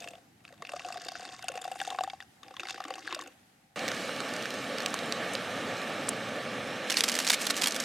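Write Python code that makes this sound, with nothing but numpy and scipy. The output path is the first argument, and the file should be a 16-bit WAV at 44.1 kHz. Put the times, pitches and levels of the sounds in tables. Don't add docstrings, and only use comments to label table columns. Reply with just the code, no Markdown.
import sys
import numpy as np
from scipy import signal
from scipy.fft import rfft, irfft, next_fast_len
from scipy.io import wavfile
from scipy.ndimage import uniform_filter1d, map_coordinates

SR = 44100
rng = np.random.default_rng(int(sys.argv[2]) if len(sys.argv) > 2 else 0)


def output_pcm(signal):
    pcm = np.clip(np.atleast_2d(signal).T, -1, 1) * 32767
    wavfile.write(sys.argv[1], SR, np.round(pcm).astype(np.int16))


def boost(x):
    u = np.asarray(x, float) / 20
    return 10 ** u


N = 345744
TIME = np.arange(N) / SR
FFT_SIZE = next_fast_len(N + 8192)
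HZ = np.fft.rfftfreq(FFT_SIZE, 1 / SR)

# pitch_hz, density_db (per Hz)
AIR_SPECTRUM = [(180, -35), (300, -25), (420, -11), (496, -9), (637, -9), (779, 0.5), (984, -13),
                (1950, -8.5), (2600, -13.5), (12700, -22.5), (15100, -34), (16400, -32)]
# time_s, level_db
AIR_LEVEL = [(0, -57), (.3, -65.5), (3.3, -61.5), (3.6, -66), (3.758, -68.5)]
# pitch_hz, correlation
OPEN_AIR_CORRELATION = [(60, 1), (240, 0.93), (950, 0.11), (3770, 0.073), (15000, 0.36)]
# pitch_hz, density_db (per Hz)
DISTANCE_SPECTRUM = [(25, -30), (50, -8), (100, -3), (180, -5.5), (280, -7.5), (420, -19), (800, -60)]
# time_s, level_db
DISTANCE_LEVEL = [(0, -59.5), (3.758, -65.5)]

# start_s, level_db, bubble pitch_hz, air column ring_db and spray_db over level_db
DROPS = [(0.003, -39, 2600, -17, 0), (0.032, -36, 3600, -27, -11), (0.085, -38.5, 3000, -12, 0),
         (0.153, -37, 3400, -10, -19), (0.404, -51, 1910, -20, -16), (0.4895, -42, 1600, -23, -20),
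         (0.54, -46, 3500, -20, -15), (0.578, -45, 3600, -20, -18), (1.207, -45, 4800, -20, -2),
         (1.629, -38, 2800, -27, -27), (1.79, -32, 3600, -25, -10), (2.604, -25, 3700, -25, -16.5),
         (2.818, -33, 1150, -11, -24), (2.955, -30.5, 2700, -11, -13), (3.108, -30, 2600, -20, -25),
         (0.0207, -32, 2600, -12, -12), (0.042, -28.5, 2630, -12, -13.5), (0.0746, -28.5, 2610, -31, -20),
         (0.1067, -41, 2690, -10, -6.5), (0.1346, -35, 2660, -9, -24), (0.181, -48, 2620, -4, -15),
         (0.451, -32.5, 2500, -27, -29), (0.478, -35.5, 2590, -29, -25), (0.525, -40.5, 1860, -10, -13),
         (0.622, -23, 1110, -17, -22), (0.6508, -27, 2590, -36, -37), (0.6706, -29, 2650, -27, -19),
         (0.6923, -25, 2650, -23, -18), (0.719, -29.5, 2600, -12, -11), (0.7347, -27.5, 1170, -6.5, -19),
         (0.7622, -30, 1180, -6.5, -14), (0.7948, -27, 2600, -13, -19), (0.8475, -28.5, 2700, -4, -17),
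         (0.8859, -30, 1120, -8, -11), (0.9028, -32.5, 1170, -0.5, -18), (0.9228, -33.5, 1120, -6, -4),
         (0.9424, -33, 1170, -11, -11), (0.9574, -37.5, 1160, 4.5, -18), (0.9722, -24, 4900, -15, -24),
         (1.0167, -37.5, 4780, -17, -4), (1.048, -32.5, 4730, -29, -6.5), (1.066, -38.5, 1130, 0, -4),
         (1.0849, -22.5, 5100, -14, -13.5), (1.1178, -35, 1110, -1, -3), (1.1538, -23, 1510, -15, -31),
         (1.1952, -34, 1550, -6, -12), (1.2287, -39, 2680, -11, -7), (1.252, -26, 4900, -15, -15),
         (1.2902, -29.5, 3420, -26, -27), (1.3214, -37, 2660, -17, -11), (1.3912, -33.5, 2110, -12, -13),
         (1.425, -26, 4770, -26, -14), (1.4416, -31.5, 2820, -2.5, -9), (1.483, -18.5, 2700, -14.5, -7.5),
         (1.5182, -29, 2700, -10, -13), (1.5394, -39, 1220, 0, -14), (1.5547, -28, 2700, -9, -12),
         (1.575, -23.5, 2700, -6, -17), (1.615, -34.5, 5040, -8, 1.5), (1.642, -37.5, 2700, -20, 0),
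         (1.6521, -31, 2700, 1, -22), (1.6777, -35, 1490, 4.5, -10), (1.7148, -32.5, 1700, 4, -7),
         (1.7564, -35, 1090, 1.5, -15), (1.8016, -17, 2760, -20, -25), (1.8144, -20, 1610, -7, -14),
         (1.8497, -26, 3670, -18, -15), (1.8751, -27.5, 3600, 0.5, -9.5), (1.9031, -21.5, 3630, -16, -15.5),
         (1.9236, -36.5, 1070, 6.5, -25), (1.9462, -27.5, 1040, -4.5, -30), (1.9867, -17.5, 1075, -7, -32),
         (2.0078, -23, 2820, 2, -21), (2.036, -22, 1150, -8, -8.5), (2.0754, -33.5, 1250, 5.5, -20),
         (2.0993, -21.5, 3270, -34, -40), (2.133, -34.5, 1060, 2.5, -18), (2.2033, -24.5, 1820, -23, -36),
         (2.2144, -43, 3640, -27, -20), (2.224, -32, 1590, -27, -20), (2.4312, -35, 1150, -24, -10.5),
         (2.4818, -35.5, 4930, -12, -20), (2.5082, -41, 1130, -0.5, -18), (2.5401, -33.5, 1110, -28, -20),
         (2.5668, -23.5, 3430, -36, -36), (2.596, -19, 2580, -34, -23), (2.6326, -24.5, 1300, -16, -17),
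         (2.6539, -26.5, 2100, -14, -26), (2.6703, -24, 4400, -22, -28), (2.686, -22, 3660, -30, -22),
         (2.455, -47, 3300, -20, -20), (2.695, -25, 4500, -26, -19), (2.991, -39.5, 6300, -20, -6),
         (3.211, -37.5, 7000, -20, 0), (3.237, -44, 7000, -20, -2), (2.7068, -20.5, 3550, -19.5, -16),
         (2.7435, -29.5, 1510, -13, -12), (2.7784, -31, 1180, -7, -17), (2.803, -25, 1190, -5.5, -17),
         (2.8392, -29.5, 1760, -23, -12), (2.8512, -26.5, 1160, -15, -21), (2.8809, -31.5, 1120, -17, -11),
         (2.9047, -22.5, 1110, -6.5, -19), (2.939, -22.5, 2870, -25, -25), (2.9806, -30.5, 1090, -8, -16),
         (3.026, -38, 1770, -20, -17), (3.0565, -35, 1200, -17, -23), (3.0758, -19.5, 1640, -39, -41),
         (3.092, -30, 1110, -10, -28), (3.1251, -20, 1040, -21, -29), (3.1472, -16.5, 4860, -28, -13.5),
         (3.1908, -23.5, 1100, -12, -21), (3.2207, -28.5, 1070, -24, -16), (3.2604, -36.5, 1440, -11, -22),
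         (3.2735, -45.5, 2600, -14, 4)]
# start_s, level_db, pitch_hz
LARGE_BUBBLES = [(0.525, -45, 560), (0.622, -46, 450), (0.975, -45, 400), (0.134, -49, 540),
                 (0.695, -44, 555), (1.554, -34, 503), (1.615, -45, 498), (1.677, -40, 519),
                 (1.716, -41, 520), (1.813, -49, 530), (1.875, -41, 514), (2.005, -44, 523),
                 (2.037, -48, 312), (2.605, -42, 346), (2.883, -45, 302), (2.7, -55, 330), (2.95, -50, 320),
                 (2.985, -48, 328), (3.06, -57, 324), (3.225, -48, 325), (0.737, -29, 575),
                 (1.498, -31.5, 533), (2.508, -44, 517), (2.595, -43, 530), (2.636, -45, 355),
                 (2.777, -51, 540), (2.852, -40, 290), (2.906, -31, 520), (3.041, -44, 305),
                 (3.095, -44, 348), (3.129, -36, 353), (3.164, -33.5, 620), (3.199, -39.5, 332),
                 (3.261, -45, 291)]
# time_s, flow_db, plunge_db (over 0 deep and gurgling, under 0 bright splash)
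SPILLS = [
    [(0, -55, 0), (.15, -66, 0.0051), (.28, -79, 0)],
    [(.44, -61.5, -1.5), (.6, -68, 5.5), (.64, -55.5, 4.5), (.82, -49, -1.5), (1.1, -48.5, -2),
     (1.27, -46.5, -1.5), (1.38, -52, -4), (1.5, -50, 4.5), (1.72, -48.5, -4), (1.85, -46.5, -4),
     (2.05, -50.5, 2.5), (2.16, -58, -1), (2.2, -67, 5), (2.22, -62, 3), (2.26, -75, 14)],
    [(2.432, -62, 8), (2.55, -59.5, 2.5), (2.7, -47.5, -12), (2.8, -52, 1), (2.95, -50, -0.5),
     (3.04, -54, -9), (3.13, -41, 3.5), (3.24, -52.5, 1), (3.34, -67, 6)],
]
# patter_db, fizz_db, gurgle_db (air column), glug_db (large bubbles)
SPILL_MIX = [(-7, -5, 3.5, 3.5), (-7, -7, -5.5, -7.5), (-5, -12.5, -9.5, -3)]
# time_s, pitch_hz
FIZZ_PITCH = [(0, 7570), (.9, 6960), (1.2, 5600), (1.6, 8430), (1.9, 8450), (2.6, 6020), (3.3, 7040)]
# time_s, pitch_hz
AIR_COLUMN_PITCH = [(0, 687), (.9, 723), (1.6, 740), (2.05, 768), (3.3, 769)]
# pitch_hz, width_hz, level_db
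MUG_MODES = [(1110, 14, 5.5), (1550, 73, -5), (2700, 32, 10), (3630, 81, 7), (4780, 260, 1),
             (6240, 180, -15.5), (6800, 140, -11), (8000, 2000, -15.5)]
# pitch_hz, width_hz and level_db of one pass
PLOP_MODES = [(325, 99, -0.5), (502, 102, -1.5)]
# pitch_hz, density_db (per Hz)
SPLASH_SPECTRUM = [(530, -54), (900, -10.5), (1780, -4), (2410, -10), (2720, -5.5), (4000, -9),
                   (7000, -10.5), (15000, -14.5), (16400, -44)]
# pitch_hz, width_hz, depth (0-1)
MIC_DIP = (980, 61, 0.26)

# pitch_hz, density_db (per Hz)
RUMBLE_SPECTRUM = [(15, -67), (25, -37), (43, -14), (64, -32), (107, 0), (166, -5.5), (220, -4.5),
                   (290, -12.5), (480, -120)]
# time_s, level_db
FLUTTER_LEVEL = [(3.76, -47), (4.0, -56), (4.33, -52), (5.04, -54), (5.45, -47.5), (6.11, -47.5),
                 (6.27, -49.5), (6.62, -45.5), (6.84, -53), (7.4, -81), (7.84, -67)]
# pitch_hz, density_db (per Hz)
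ROAR_SPECTRUM = [(88, -53), (150, -14), (361, -20.5), (502, 9), (999, 2.5), (1750, 0), (4000, -7),
                 (5200, -54), (8800, -120)]
# pitch_hz, width_hz, level_db
SHIELD_MODES = [(243, 126, 6), (530, 230, -4.5), (1150, 47, -1.5), (1772, 73, -1.5), (2230, 110, -5),
                (2840, 560, -18.5), (3040, 55, -22)]
# pitch_hz, width_hz, depth (0-1)
STOVE_DIPS = [(365, 50, 0.3), (988, 122, 0.54), (1430, 26, 0.3), (2100, 180, 0.19), (2600, 53, 0.73)]
# pitch_hz, gain_db
LATE_COLOUR = [(120, -2), (250, 3), (500, -1), (1000, -1), (1800, 0.5), (4000, 3.5)]
# pitch_hz, density_db (per Hz)
HISS_SPECTRUM = [(1650, -14.5), (2800, 0), (3600, -6), (3960, -2.5), (4270, -9), (4800, -13.5),
                 (5290, -7.5), (7430, -13), (8170, -12.5), (13700, -26.5), (14800, -27), (16000, -41),
                 (16400, -45)]
# pitch_hz, width_hz and level_db before squaring
JET_MODES = [(4050, 75, -14), (4280, 86, 1.5), (4560, 42, 5), (5100, 430, -2.5), (6150, 58, -1),
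             (6200, 78, -2), (8070, 310, -8)]
# pitch_hz, correlation
STOVE_CORRELATION = [(60, .99995), (250, .99995), (550, .999), (4970, .99), (15000, .9)]
# pitch_hz, left_minus_right_db
STOVE_PAN = [(130, 0), (290, -0.05), (420, -0.6), (640, -1.5), (1400, -2.5), (3100, -1.5), (5000, -4.5),
             (8000, -3.5), (14000, 3.5)]

# start_s, level_db, pitch_hz, woody knock_db over level_db, knock_hz
POPS = [(3.7916, -21, 3150, -20, 1300), (3.8795, -15, 3730, -5.5, 2050), (3.885, -17, 4530, -25, 1300),
        (3.916, -20.5, 3870, -5, 1500), (3.945, -28, 6050, -20, 1300), (4.092, -32.5, 3500, 8, 1280),
        (4.162, -26.5, 4340, -20, 1300), (4.203, -22, 5550, -2, 1300), (4.3367, -24.5, 6900, -16, 1300),
        (4.363, -22.5, 4920, -19, 1300), (4.425, -26, 4940, -15, 1300), (4.4554, -24, 3530, -0.5, 1590),
        (4.504, -20, 3490, -16, 1300), (4.54, -28, 5530, -12, 1300), (4.783, -21.5, 4200, -17, 1300),
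        (4.8027, -17, 2970, -18, 1300), (4.8598, -10, 4340, -12, 2700), (4.9405, -16.5, 7000, -5, 1110),
        (4.989, -22, 3800, -14, 1300), (5.1223, -14, 4170, -10, 2040), (5.3512, -18, 3940, -16, 1300),
        (6.0843, -18, 3600, -9, 1150)]
# start_s, level_db, pitch_hz
SPITS = [(4.8313, -33, 6940), (4.8828, -26, 6300), (4.903, -32, 7000), (5.058, -33, 8800),
         (5.3338, -23.5, 8130), (5.3415, -31, 7700), (6.071, -28, 6000), (6.0892, -9, 8570)]
# pitch_hz, gain_db
WOOD_COLOUR = [(300, -60), (800, -30), (1800, 8.5), (4000, 10), (9000, -6), (13000, -7), (16400, -36)]

# start_s, level_db, pitch_hz
SNAPS = [(6.8988, -12.5, 3460), (6.9041, -13, 2230), (6.9171, -12, 2900), (6.923, -15.5, 5600),
         (6.9409, -16, 2470), (6.969, -10.5, 4480), (6.9758, -14.5, 2700), (7.006, -4, 5000),
         (7.037, -7, 3280), (7.04, -14, 4080), (7.0806, -15, 2380), (7.086, -13, 6600),
         (7.095, -12.5, 4350), (7.117, -13, 4630), (7.123, -20, 3220), (7.141, -18, 5770),
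         (7.1524, -12.5, 4860), (7.165, -17, 2250), (7.1764, -23, 3250), (7.1885, -10, 6500),
         (7.2005, -16, 4900), (7.247, -17, 2420), (7.333, -9.5, 2220), (7.3435, -19, 2980),
         (7.104, -33, 7000), (6.99, -30, 2500), (7.268, -13, 4360), (7.275, -13.5, 4500),
         (7.286, -12, 5530), (7.2992, -7.5, 3900), (7.3026, -5, 3760), (7.316, -14, 4050),
         (7.329, -14, 3520), (7.3374, -25, 6000), (7.3406, -11.5, 3800), (7.4132, -17, 2330),
         (7.4534, -20, 3220), (7.444, -25, 9000), (7.467, -15, 11000), (7.468, -12, 4160),
         (7.486, -30, 7000), (7.492, -25, 4500), (7.4993, -16.5, 4430), (7.5048, -8, 3890),
         (7.542, -25, 3000), (7.555, -26, 6000), (7.5658, -17, 6500), (7.575, -19, 8000),
         (7.5807, -24, 2430), (7.6146, -15.5, 4700), (7.6189, -12, 3300), (7.635, -10, 2500),
         (7.64, -13.5, 3290), (7.658, -10.5, 3240), (7.671, -9.5, 3300), (7.672, -11.5, 11500),
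         (7.682, -15, 3500), (7.708, -17.5, 6500), (7.721, -19, 6000), (7.744, -20, 2810),
         (7.762, -15.5, 2880), (7.753, -23, 6000), (7.8, -15.5, 6620), (7.802, -19.5, 10360),
         (7.837, -26, 4500)]
# pitch_hz, gain_db
FILM_COLOUR = [(250, -68), (700, -2), (1100, -5.5), (1700, 0.5), (4900, 0.5), (8000, -2.5), (11000, -9),
               (14300, -16), (16400, -36)]
# pitch_hz, left_minus_right_db
PACKET_PAN = [(1000, -1), (2500, 0), (5000, -4), (8000, -3), (13000, 2.5)]

SLAP_DB, SPRAY_DB, BUBBLE_DB, RING_DB = -0.5, 15.5, -3, 7.5
TICK_DB, BEAD_DB, SECOND_DB, LARGE_DB = -3.5, 5.5, -11, 3
FILL_S = 3.1
GURGLE_RISE_DB, DEEP_PLOP_RISE_DB = 6, 6
BRIM_S, BRIM_FADE_S, BRIM_DB = 3.0, 0.046, -6
RING_SCATTER = 0.016
AIR_WIDTH_HZ = 76
STEADY_STIR = 0.19
WET_WALL = 0.37

LIT_S, LATE_S = 3.759, 6.87
ROAR_DB, JET_DB, LATE_ROAR_DB, LATE_JET_DB = -36.5, -44, -38, -44.5
JET_SAG_DB_PER_S = -1.11

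HANDLED_S = 6.885
CRINKLE_DB, AFTER_SNAP_DB = -47, -15.5
SETTLE_S = 0.0051

MIC_HZ = 93


def unit(x):
    return x / np.sqrt(np.mean(x ** 2) + 1e-20)


def along(points):
    hz, value = np.transpose(points)
    return np.interp(np.log(HZ + 1), np.log(hz + 1), value)


def at_time(points, s=TIME):
    return np.interp(s, *np.transpose(points))


def curves(rows):
    s, *columns = np.transpose(rows)
    return [boost(np.interp(TIME, s, db, left=-120, right=-120)) for db in columns]


def wobble(rate):
    knots = rng.standard_normal(int(N * rate / SR) + 4)
    return map_coordinates(knots, [np.arange(N) * rate / SR])


def filtered(x, response):
    return irfft(rfft(x, FFT_SIZE) * response, FFT_SIZE)[..., :N]


def highpass(hz, order):
    return (1j * HZ / (1j * HZ + hz)) ** order


def lowpass(hz, order=1):
    return 1 / (1 + 1j * HZ / hz) ** order


def modes(table):
    total = 0
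    for k, (hz, width, db) in enumerate(table):
        resonance = 1j * HZ * width / (hz * hz - HZ ** 2 + 1j * HZ * width)
        total = total + (-1) ** k * boost(db) * resonance
    return total


def notches(dips):
    gains = [1 - np.clip(depth, 0, .95) * np.exp(-((HZ - hz) / width) ** 2) for hz, width, depth in dips]
    return np.prod(gains, axis=0)


def causal(gain):
    cepstrum = irfft(np.log(gain + 1e-6))
    half = len(cepstrum) // 2
    cepstrum[1:half] *= 2
    cepstrum[half + 1:] = 0
    return np.exp(rfft(cepstrum))


def rush(gain, correlation, patchy_db):
    z = signal.stft(rng.standard_normal((2, N)), nperseg=512)[2]
    field = uniform_filter1d(rng.standard_normal(z.shape[1:]), size=5, axis=0)
    field = uniform_filter1d(field, size=8, axis=1)
    pair = signal.istft(z * boost(patchy_db * unit(field)), nperseg=512)[1][:, :N]
    turn = np.arccos(np.clip(along(correlation), -1, 1)) / 2
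    mid, side = filtered(pair, gain * [np.cos(turn), np.sin(turn)])
    return unit(np.array([mid + side, mid - side]))


def placed(s, events):
    at = np.round(np.asarray(s) * SR).astype(int)[:, None] + np.arange(events.shape[1])
    return np.bincount(at.ravel(), events.ravel(), N + SR)[:N]


def bursts(db, t60, rise, size=700):
    t = np.arange(size) / SR
    shape = boost(-60 * t / t60) * (1 - np.exp(-t / rise))
    noise = shape * rng.standard_normal((len(db), size))
    energy_match = np.linalg.norm(shape) / np.linalg.norm(noise, axis=1, keepdims=True)
    return boost(np.c_[db]) * noise * energy_match


def rings(db, hz, cycles, climb, swell=0.47, size=700):
    turns = np.c_[hz] * np.arange(size) / SR
    shape = boost(np.c_[db] - 60 * turns / cycles) * (1 - np.exp(-turns / swell))
    return shape * np.sin(2 * np.pi * turns * (1 + climb * turns / cycles))


def carried(noise, hz):
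    return noise * np.sin(2 * np.pi * np.c_[hz] * np.arange(700) / SR)


def grains(count, spread_db, t60, clump_db):
    s, size = rng.random((count, 2)).T
    clicks = bursts(-spread_db * np.log(size + 0.0069), t60, rise=.0001, size=160)
    return placed(s * N / SR, clicks) * boost(clump_db * wobble(45))


def spread(x, side_db):
    echo = rng.standard_normal(260) * boost(-60 * np.arange(260) / SR / 0.007)
    side = signal.fftconvolve(x, echo / np.linalg.norm(echo))[:N] * boost(side_db)
    side = filtered(side, highpass(350, 2))
    return np.array([x + side, x - side])


def stillness():
    air = rush(boost(along(AIR_SPECTRUM)), OPEN_AIR_CORRELATION, patchy_db=1.2)
    distance = rush(boost(along(DISTANCE_SPECTRUM)), OPEN_AIR_CORRELATION, patchy_db=1.5)
    return curves(AIR_LEVEL)[0] * air + curves(DISTANCE_LEVEL)[0] * distance


def filling():
    return np.clip(TIME / FILL_S, 0, 1)


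def brim_gain():
    return boost(BRIM_DB * np.clip((TIME - BRIM_S) / BRIM_FADE_S, 0, 1))


def in_mug(x, tone):
    wall = causal(boost(5.5 + along(SPLASH_SPECTRUM)) + boost(-2.5) * abs(modes(MUG_MODES)))
    wall = wall / np.sqrt(np.mean(abs(wall[HZ < 9000]) ** 2))
    smooth = np.sqrt(abs(uniform_filter1d(abs(wall) ** 2, size=6000)))
    wet = WET_WALL * filling() ** 3
    return (1 - wet) * filtered(x, wall * tone) + wet * filtered(x, causal(smooth) * tone)


def drop_impacts():
    s, db, _, _, spray_db = np.transpose(DROPS)
    tick = placed(s, bursts(db + TICK_DB, t60=0.0019, rise=0.00008))
    slap = placed(s, bursts(db + SLAP_DB, t60=0.014, rise=0.00044))
    mist = bursts(db + spray_db + SPRAY_DB, t60=0.015, rise=0.00081)
    mist_hz = at_time(FIZZ_PITCH, s) * boost(rng.normal(0, 2.15, len(s)))
    band = carried(uniform_filter1d(mist, size=14, axis=1), mist_hz)
    spray = placed(s, boost(-8.5) * mist + boost(7) * band)
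    return in_mug(tick, lowpass(8000)) + in_mug(slap, lowpass(3500, 2)) + in_mug(spray, highpass(4200, 2))


def tiny_bubbles():
    s, db, _, _, spray_db = np.transpose(DROPS)
    loud, late = rng.standard_normal((len(s), 3, 2)).T
    choice = 2 + (rng.random((len(s), 3)).T * (len(MUG_MODES) - 2)).astype(int)
    total = 0
    for mode_hz, gain, wait in zip(np.transpose(MUG_MODES)[0][choice], loud, late):
        level_db = db + spray_db + BEAD_DB + 3 * gain
        bead = rings(level_db, mode_hz * (1 + 0.023 * wait), cycles=42, climb=0.01, swell=2.7)
        total = total + placed(s + 0.0026 * abs(wait), bead)
    return total


def trapped_bubbles():
    s, db, hz = np.transpose(DROPS)[:3]
    first = placed(s, rings(db + BUBBLE_DB, hz, cycles=23.5, climb=0.035, swell=0.5))
    lag, octave, size = rng.standard_normal((len(s), 3)).T
    second_hz = np.maximum(2300 * 2 ** (0.706 * octave), 1050)
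    second = rings(db + SECOND_DB + 1.3 * size, second_hz, cycles=27.0, climb=0.07, swell=0.54)
    second = placed(s + 0.0056 * abs(lag), second)
    large_s, large_db, large_hz = np.transpose(LARGE_BUBBLES)
    large = rings(large_db + LARGE_DB, large_hz, cycles=25, climb=0.02, swell=0.86, size=4000)
    return first + second + placed(large_s, large)


def struck_air_column():
    s, db, _, ring_db, _ = np.transpose(DROPS)
    hz = at_time(AIR_COLUMN_PITCH, s) * (1 + RING_SCATTER * rng.standard_normal(len(s)))
    ring = rings(db + ring_db + RING_DB, hz, cycles=27.5, climb=.004, swell=1.63, size=2600)
    return brim_gain() * placed(s, ring)


def spill_layers(spill, mix_db):
    s, flow_db, plunge_db = np.transpose(spill)
    plunge_share = np.c_[[0, -1, 1, .6]]
    layers_db = flow_db + np.c_[list(mix_db)] + plunge_share * plunge_db
    return np.array(curves(np.c_[s, layers_db.T]))


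def droplets(count, centre, octaves, cycles, spread_db):
    s, size = rng.random((count, 2)).T
    middle_hz = at_time(centre, s * 3.57)
    hz = np.clip(middle_hz * 2 ** (octaves * rng.standard_normal(count)), 1000, 14000)
    return placed(s * 3.4, rings(-spread_db * np.log(size + .01), hz, cycles, climb=.04, swell=.6, size=300))


def dripping(count, life, rest):
    s = np.r_[np.transpose(DROPS)[0], rng.random(count) * 3.4]
    kicks = np.bincount((s * SR).astype(int), rng.random(len(s)) + 0.18, N)
    return rest + signal.lfilter([1], [1, -np.exp(-1 / (life * SR))], kicks)


def gliding(x, hz, width_hz):
    turn = np.exp(2j * np.pi * np.cumsum(hz) / SR)
    pole = np.exp(-np.pi * width_hz / SR)
    return np.real(turn * signal.lfilter([1], [1, -2 * pole, pole ** 2], x / turn))


def broken_stream():
    layers = [spill_layers(spill, mix_db) for spill, mix_db in zip(SPILLS, SPILL_MIX)]
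    patter, fizz, gurgle, glug = sum(layers)
    full = filling()
    drip = dripping(count=320, life=0.0029, rest=0.6)
    small = droplets(count=4000, centre=[(0, 2645)], octaves=0.747, cycles=19, spread_db=1.9)
    tiny = droplets(count=7000, centre=FIZZ_PITCH, octaves=0.31, cycles=13, spread_db=5.0)
    fine = in_mug(patter * unit(small * drip) + fizz * unit(tiny * (drip + 0.15)), 0.87)
    stir = unit(grains(count=2500, spread_db=2.5, t60=0.0061, clump_db=4.5) * drip)
    stir = stir + STEADY_STIR * rng.standard_normal(N)
    air_hz = at_time(AIR_COLUMN_PITCH) * (1 + RING_SCATTER * wobble(14))
    air = unit(gliding(stir, air_hz, AIR_WIDTH_HZ))
    column = gurgle * brim_gain() * boost(GURGLE_RISE_DB * full) * air
    lowest, higher = [filtered(stir / np.sqrt(drip), modes([mode]) ** 2) for mode in PLOP_MODES]
    plops = glug * unit(higher + lowest * boost(DEEP_PLOP_RISE_DB * (full - 1.5) + 2))
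    return fine + column + plops


def pouring():
    water = drop_impacts() + tiny_bubbles() + trapped_bubbles() + struck_air_column() + broken_stream()
    outdoors = notches([MIC_DIP]) * highpass(120, 2) * lowpass(11500, 2)
    return spread(filtered(water, outdoors), side_db=-14.5) * boost([[-.4], [.4]])


def stove():
    lit, early = TIME > LIT_S, TIME < LATE_S
    roar_db = np.where(early, ROAR_DB, LATE_ROAR_DB) + 0.4 * wobble(1.98) + 0.55 * wobble(14)
    jet_db = np.where(early, JET_DB + JET_SAG_DB_PER_S * (TIME - LIT_S), LATE_JET_DB) + .6 * wobble(3.5)
    flutter = wobble(9.8)

    low = rush(boost(along(RUMBLE_SPECTRUM)), STOVE_CORRELATION, patchy_db=0.0)
    low = curves(FLUTTER_LEVEL)[0] * boost(0.45 * wobble(10.0)) * low

    roar_spectrum = along(ROAR_SPECTRUM)
    shield = boost(-4.5 + roar_spectrum) + abs(modes(SHIELD_MODES)) * (roar_spectrum > -90)
    body = rush(shield * notches(STOVE_DIPS), STOVE_CORRELATION, patchy_db=.6)
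    body = lit * boost(roar_db + 0.12 * flutter) * body
    body = np.where(early, body, filtered(body, boost(along(LATE_COLOUR))))

    nozzle = boost(along(HISS_SPECTRUM)) + boost(-9.0) * abs(modes(JET_MODES)) ** 2
    jet = lit * boost(jet_db + 0.14 * flutter) * rush(nozzle, STOVE_CORRELATION, patchy_db=2.0)
    return filtered(low + body + jet, boost(along(STOVE_PAN) / 2 * [[1], [-1]]))


def snapping(table, colour, t60, cycles, crack_db, band_db, ring_db, knock_db, knock_hz, smoothing,
             pan_db, pan_wander_db, knock_scatter_db):
    s, db, hz = np.transpose(table)[:3]
    pan_chance, level_chance, pitch_chance = rng.standard_normal((len(s), 3)).T
    pan = np.c_[pan_db + pan_wander_db * pan_chance]
    crack = bursts(db + crack_db, t60, rise=0.00017)
    crack = crack + bursts(db + crack_db + 7, t60=0.0015, rise=.00005)
    ring = rings(db + ring_db, hz, cycles, climb=-0.016)
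    scattered_hz = knock_hz * boost(knock_scatter_db * pitch_chance)
    knock = rings(db + knock_db + 1.1 * level_chance, scattered_hz, cycles=8.7, climb=.01)
    slow = bursts(db + band_db, 1.3 * t60, rise=0.00035)
    slow = uniform_filter1d(slow, size=smoothing, axis=1)
    slow = uniform_filter1d(slow, size=smoothing, axis=1)
    pitched = ring + knock + carried(slow, hz)
    s = s + .0008
    tint = causal(boost(along(colour)))
    small = highpass(700, 3)

    def ear(gain):
        return filtered(placed(s, gain * crack), tint) + filtered(placed(s, gain * pitched), small)

    return np.array([ear(boost(pan / 2)), ear(boost(-pan / 2))])


def fire():
    ticks = grains(count=600, spread_db=2.0, t60=0.0065, clump_db=-5.0)
    fine_db = np.interp(TIME, [3.76, 3.77, 5.4, 6.8], [-120, -58, -53.0, -64])
    fine = boost(fine_db) * unit(filtered(ticks, causal(boost(along(WOOD_COLOUR)))))
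    _, _, _, knock_db, knock_hz = np.transpose(POPS)
    pops = snapping(POPS, WOOD_COLOUR, t60=0.009, cycles=20, crack_db=-13.0, band_db=5.0, ring_db=-7.0,
                    knock_db=knock_db + 11.0, knock_hz=knock_hz, smoothing=6,
                    pan_db=-4.5, pan_wander_db=0.5, knock_scatter_db=-0.34)
    spits = snapping(SPITS, WOOD_COLOUR, t60=0.012, cycles=28, crack_db=-28, band_db=7, ring_db=-10,
                     knock_db=-40, knock_hz=1300, smoothing=8,
                     pan_db=5.5, pan_wander_db=2.8, knock_scatter_db=.2)
    return pops + spits + spread(fine, side_db=-16) * boost([[-1.5], [1.5]])


def packet():
    s, db, _ = np.transpose(SNAPS)
    kicks = np.bincount((s * SR).astype(int), boost(db + AFTER_SNAP_DB), N)
    flare = signal.lfilter([1], [1, -np.exp(-1 / (SETTLE_S * SR))], kicks)
    held = (TIME > HANDLED_S) * boost(CRINKLE_DB + 4.8 * wobble(36))
    crinkle = grains(count=16000, spread_db=1.5, t60=0.004, clump_db=1.5)
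    bed = (held + flare) * unit(filtered(crinkle, causal(boost(along(FILM_COLOUR)))))
    snaps = snapping(SNAPS, FILM_COLOUR, t60=0.0094, cycles=45, crack_db=-9.0, band_db=2.5, ring_db=-9.5,
                     knock_db=-23, knock_hz=1400, smoothing=8,
                     pan_db=-1.5, pan_wander_db=3.5, knock_scatter_db=-1.0)
    return filtered(snaps + spread(bed, side_db=-19), boost(along(PACKET_PAN) / 2 * [[1], [-1]]))


def scene():
    return stillness() + pouring() + stove() + fire() + packet()


def top_cut(x):
    return signal.sosfilt(signal.butter(12, 16520, fs=SR, output="sos"), x)


def record(dry):
    heard = filtered(dry, highpass(MIC_HZ, 2) * (HZ < 16450))
    return top_cut(heard)


dry = scene()
out = record(dry)
output_pcm(out)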